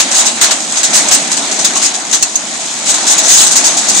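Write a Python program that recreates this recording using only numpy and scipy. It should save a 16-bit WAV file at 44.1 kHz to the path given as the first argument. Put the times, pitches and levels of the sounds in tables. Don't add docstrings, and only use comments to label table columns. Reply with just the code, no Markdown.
import sys
import numpy as np
from scipy import signal
from scipy.fft import rfft, irfft
from scipy.io import wavfile
from scipy.ndimage import uniform_filter1d

SR = 44100
rng = np.random.default_rng(int(sys.argv[2]) if len(sys.argv) > 2 else 0)


def master_out(mix):
    frames = np.transpose(np.atleast_2d(mix))
    ceiling = np.clip(frames, -1, 1)
    pcm = np.round(ceiling * 32767).astype(np.int16)
    wavfile.write(sys.argv[1], SR, pcm)


N = 176400

# start_s, rise_s, hold_s, level_db
SPRAYS = [(0, 0.00061, 0.0032, 0.5), (0.111, 0.005, 0.012, -4.5), (0.143, 0.008, 0.058, -2),
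          (0.251, 0.012, 0.02, -4.5), (0.412, 0.0022, 0.03, 1.5), (0.508, 0.0026, 0.0064, -2.5),
          (0.755, 0.018, 0.023, -8.5), (0.831, 0.0018, 0.012, -0.5), (0.931, 0.023, 0.025, 2),
          (1.109, 0.0095, 0.03, 1.5), (1.315, .002, 0.0051, -3.5), (1.367, 0.0061, 0.0066, -7.5),
          (1.511, 0.0054, 0.0058, -8.5), (1.588, 0.006, 0.012, -9), (1.645, .002, 0.0084, 0.5),
          (1.753, 0.0071, 0.014, -8.5), (1.816, 0.037, 0.0094, -2), (1.939, 0.007, 0.0083, -10),
          (2.125, 0.0077, 0.016, -1), (2.862, 0.027, 0.024, -3.5), (2.938, .004, 0.0091, -4.5),
          (3.066, 0.04, 0.022, -1), (3.18, 0.001, 0.009, -1.5), (3.234, 0.0065, 0.032, -6.5),
          (3.282, 0.023, 0.047, 4.5), (3.367, .008, 0.068, 3), (3.464, 0.0037, .008, -2),
          (3.508, 0.0077, 0.015, -3.5), (3.555, .003, 0.022, 1.5), (3.64, 0.001, 0.038, -1.5),
          (3.771, 0.0038, 0.0042, -5), (3.885, 0.001, 0.015, -1), (3.935, 0.036, 0.026, -4)]
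# freq_hz, density_db
SPLASH_SPECTRUM = [(100, -48), (300, -25), (750, -16), (1600, -18), (2700, -17.5), (3900, -9), (5000, -8.5),
                   (6750, 2), (7400, -2), (8050, -1.5), (9000, -12), (10700, -23.5), (15000, -52)]
# freq_hz, left_over_right_db
SPLASH_BALANCE = [(4000, -0.5), (6650, 3.5), (7300, -3), (8000, -9), (10000, -6.5)]
# freq_hz, density_db
SLAP_SPECTRUM = [(150, -40), (1200, -2.5), (3000, -2), (4500, -1), (9000, -41), (13000, -60)]
# time_s, level_db
SLAP_LEVEL = [(0, -10), (.13, -29), (.45, -10), (.8, -20), (2.1, -21.5), (3.3, -25.5)]
def sprays(level_db=-2, front_s=0.0015, fall_db_per_s=418, slap_boost_db=5.5, slap_boost_s=0.023):
    t = np.arange(N) / SR
    splash_power, slap_power = np.zeros((2, N))
    for start_s, rise_s, hold_s, spray_db in SPRAYS:
        age_s = np.maximum(t - start_s, 0)
        front = np.clip(age_s / front_s, 0, 1)
        swell = np.clip(age_s / rise_s, 0, 1)
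        fall_db = fall_db_per_s * np.maximum(age_s - rise_s - hold_s, 0)
        load = 0.5 * (front + swell) * amp(spray_db - fall_db)
        splash_power += load ** 2
        slap_power += (load * amp(slap_boost_db * np.exp(-age_s / slap_boost_s))) ** 2
    hits = drops(rate_per_s=7000, spread_db=3)
    hits = flicker(hits, depth_db=1.74, span_frames=6, span_bins=12)
    splash = np.sqrt(splash_power) * coloured(hits, SPLASH_SPECTRUM, SPLASH_BALANCE)
    slap = np.sqrt(slap_power) * amp(curve(SLAP_LEVEL)) * coloured(hits, SLAP_SPECTRUM)
    return amp(level_db) * (splash + slap)


# start_s, level_db, ring_hz, ring_over_splash_db, left_over_right_db
TAPS = [(0.603, -13.5, 7050, -4, -2), (.722, -11.5, 7800, -1, -2), (1.085, -5, 7900, 0, -4),
        (2.113, -10.5, 6800, 1, 6), (2.218, -15.5, 6700, -2, -4), (2.2254, 5, 6650, -7.5, 1.5),
        (2.356, -5.5, 6560, 7, 4)]
def taps(rise_s=0.0005, hold_s=0.0033, t60_s=0.044, ring_width_hz=510):
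    t = np.arange(N) / SR
    freq_hz = np.fft.rfftfreq(N, 1 / SR)
    splash = coloured(noise(), SPLASH_SPECTRUM)
    out = np.zeros((2, N))
    for start_s, level_db, ring_hz, ring_db, balance_db in TAPS:
        resonance = 1 / (1 + (2 * (freq_hz - ring_hz) / ring_width_hz) ** 2)
        ring = unit_rms(irfft(rfft(noise()) * resonance, N))
        rise = np.clip((t - start_s) / rise_s, 0, 1)
        fall = amp(-60 * np.maximum(t - start_s - hold_s, 0) / t60_s)
        out += rise * fall * amp(level_db) * pan(balance_db) * (splash + amp(ring_db) * ring)
    return out


# start_s, pitch_hz, level_db
KNOCKS = [(0.424, 1780, -14), (1.762, 1100, -13), (2.228, 4340, -2), (2.23, 2660, -13.5)]
def knocks(low_mode_t60_s=0.2, damping_hz=1500):
    t = np.arange(N) / SR
    out = np.zeros(N)
    for start_s, pitch_hz, level_db in KNOCKS:
        age_s = np.maximum(t - start_s, 0)
        t60_s = low_mode_t60_s / (1 + pitch_hz / damping_hz)
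        out += amp(level_db - 60 * age_s / t60_s) * np.sin(2 * np.pi * pitch_hz * age_s)
    return out


# time_s, level_db
PATTER_LEVEL = [(0, -18.5), (.65, -17.5), (1.05, -14), (1.3, -17), (1.7, -16), (2.05, -21), (2.5, -18.5),
                (2.8, -17.5), (3, -14.5), (3.7, -13)]
def patter(flurries_per_s=16, flurry_decay_s=0.0097, flurry_db=2):
    arrivals = 1. * (rng.random(N) < flurries_per_s / SR)
    flurries = signal.lfilter([1], [1, -np.exp(-1 / (flurry_decay_s * SR))], arrivals)
    level_db = curve(PATTER_LEVEL) + flurry_db * np.minimum(flurries, 1.3)
    hits = flicker(drops(rate_per_s=2200, spread_db=0.5), depth_db=0.3)
    return amp(level_db) * coloured(hits, SPLASH_SPECTRUM, SPLASH_BALANCE)


def drops(rate_per_s, spread_db, spots=44, t60_s=0.011):
    size = amp(spread_db * np.minimum(rng.exponential(1, N), 4.5))
    impacts = size * (rng.random(N) < rate_per_s / SR)
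    landing_spot = rng.integers(0, spots, N)
    out = np.zeros((2, N))
    for spot in range(spots):
        spot_impacts = impacts * (landing_spot == spot)
        out += signal.oaconvolve(spot_impacts[None], reflections(t60_s)[:, :1024], axes=1)[:, :N]
    return out


# freq_hz, density_db
WASH_SPECTRUM = [(100, -41), (300, -4.5), (480, -8.5), (640, 0.5), (760, 1), (950, -3), (1300, -4.5),
                 (2000, -3), (2800, -6), (4000, -2.5), (6000, -10.5), (8000, -14.5), (10000, -18),
                 (14000, -70)]
# time_s, level_db
WASH_LEVEL = [(0, -21), (.22, -18), (.35, -24.5), (.48, -17), (.63, -25), (.82, -21), (1.14, -18.5),
              (1.29, -22), (1.46, -21.5), (1.86, -20.5), (2.05, -26.5), (2.17, -22.5), (2.32, -27.5),
              (2.55, -25), (2.76, -25.5), (2.92, -21), (3.16, -17.5), (3.42, -23.5), (3.59, -19.5),
              (4, -20)]
def tree_wash(gain_db=4):
    return amp(gain_db + curve(WASH_LEVEL)) * coloured(flicker(noise(), depth_db=1.5), WASH_SPECTRUM)


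# freq_hz, density_db
ROAR_SPECTRUM = [(25, -50), (60, -59), (100, -26), (150, -9), (210, 0), (300, 0), (380, -6), (480, -15),
                 (700, -12.5), (1000, -25), (2000, -39), (8000, -80)]
# time_s, level_db
ROAR_LEVEL = [(0, -32), (.65, -35), (1.12, -29), (1.7, -33.5), (2.7, -35.5), (3.1, -32.5), (4, -30)]
def wind_roar(gain_db=3.5):
    return amp(gain_db + curve(ROAR_LEVEL)) * coloured(flicker(noise(), depth_db=1.5), ROAR_SPECTRUM)


# freq_hz, correlation
STEREO_CORRELATION = [(150, 1), (500, 0.82), (850, 0.9), (1300, 0.33), (2050, -0.15), (2600, 0.36),
                      (4700, 0.26), (8000, 0.23), (11000, 0.089)]
def coloured(pair, spectrum, balance=None):
    freq_hz = np.fft.rfftfreq(N, 1 / SR)
    correlation = np.clip(over_log_hz(STEREO_CORRELATION, freq_hz), -.99, .99)
    mid, side = rfft(pair) * np.sqrt([1 + correlation, 1 - correlation])
    bins = np.array([mid + side, mid - side]) * amp(over_log_hz(spectrum, freq_hz))
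    if balance:
        bins *= pan(over_log_hz(balance, freq_hz))
    return unit_rms(irfft(bins, N))


def flicker(pair, depth_db, span_frames=10, span_bins=9):
    cells = signal.stft(pair, nperseg=512)[2]
    drift = uniform_filter1d(rng.standard_normal(cells.shape[1:]), span_bins, axis=0)
    drift = unit_rms(uniform_filter1d(drift, span_frames, axis=1))
    return signal.istft(cells * amp(depth_db * drift), nperseg=512)[1][:, :N]


def reflections(t60_s):
    t = np.arange(SR // 2) / SR
    tail = rng.standard_normal((2, len(t))) * amp(-60 * t / t60_s)
    return tail / np.linalg.norm(tail, axis=1, keepdims=True)


def noise():
    return rng.standard_normal((2, N))


def amp(db):
    return 10 ** (np.asarray(db) / 20)


def pan(left_over_right_db):
    return amp(np.array([[.5], [-.5]]) * left_over_right_db)


def unit_rms(x):
    return x / np.sqrt(np.mean(x ** 2) + 1e-20)


def over_log_hz(points, freq_hz):
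    point_hz, value = np.transpose(points)
    return np.interp(np.log(freq_hz + 1), np.log(point_hz + 1), value)


def curve(points):
    return np.interp(np.arange(N) / SR, *np.transpose(points))


# time_s, left_over_right_db
RAIN_PAN = [(1.1, 1.5), (1.6, 3.4), (4, 3.2)]
def scene(room_t60_s=0.12, room_db=-9):
    rain = (sprays() + patter()) * pan(curve(RAIN_PAN))
    pane = rain + taps() + knocks()
    echo = signal.oaconvolve(pane, reflections(room_t60_s), axes=1)[:, :N]
    return pane + amp(room_db) * echo + tree_wash() + wind_roar()


def record(dry):
    ceiling, knee, cutoff_hz = 0.95, 5.94, 15800
    clipped = dry / (4.5 + abs(dry / ceiling) ** knee) ** (1 / knee)
    lowpass = signal.firwin(511, cutoff_hz, window=("kaiser", 9), fs=SR)
    return signal.oaconvolve(clipped, lowpass[None], "same")


dry = scene()
out = record(dry)
master_out(out)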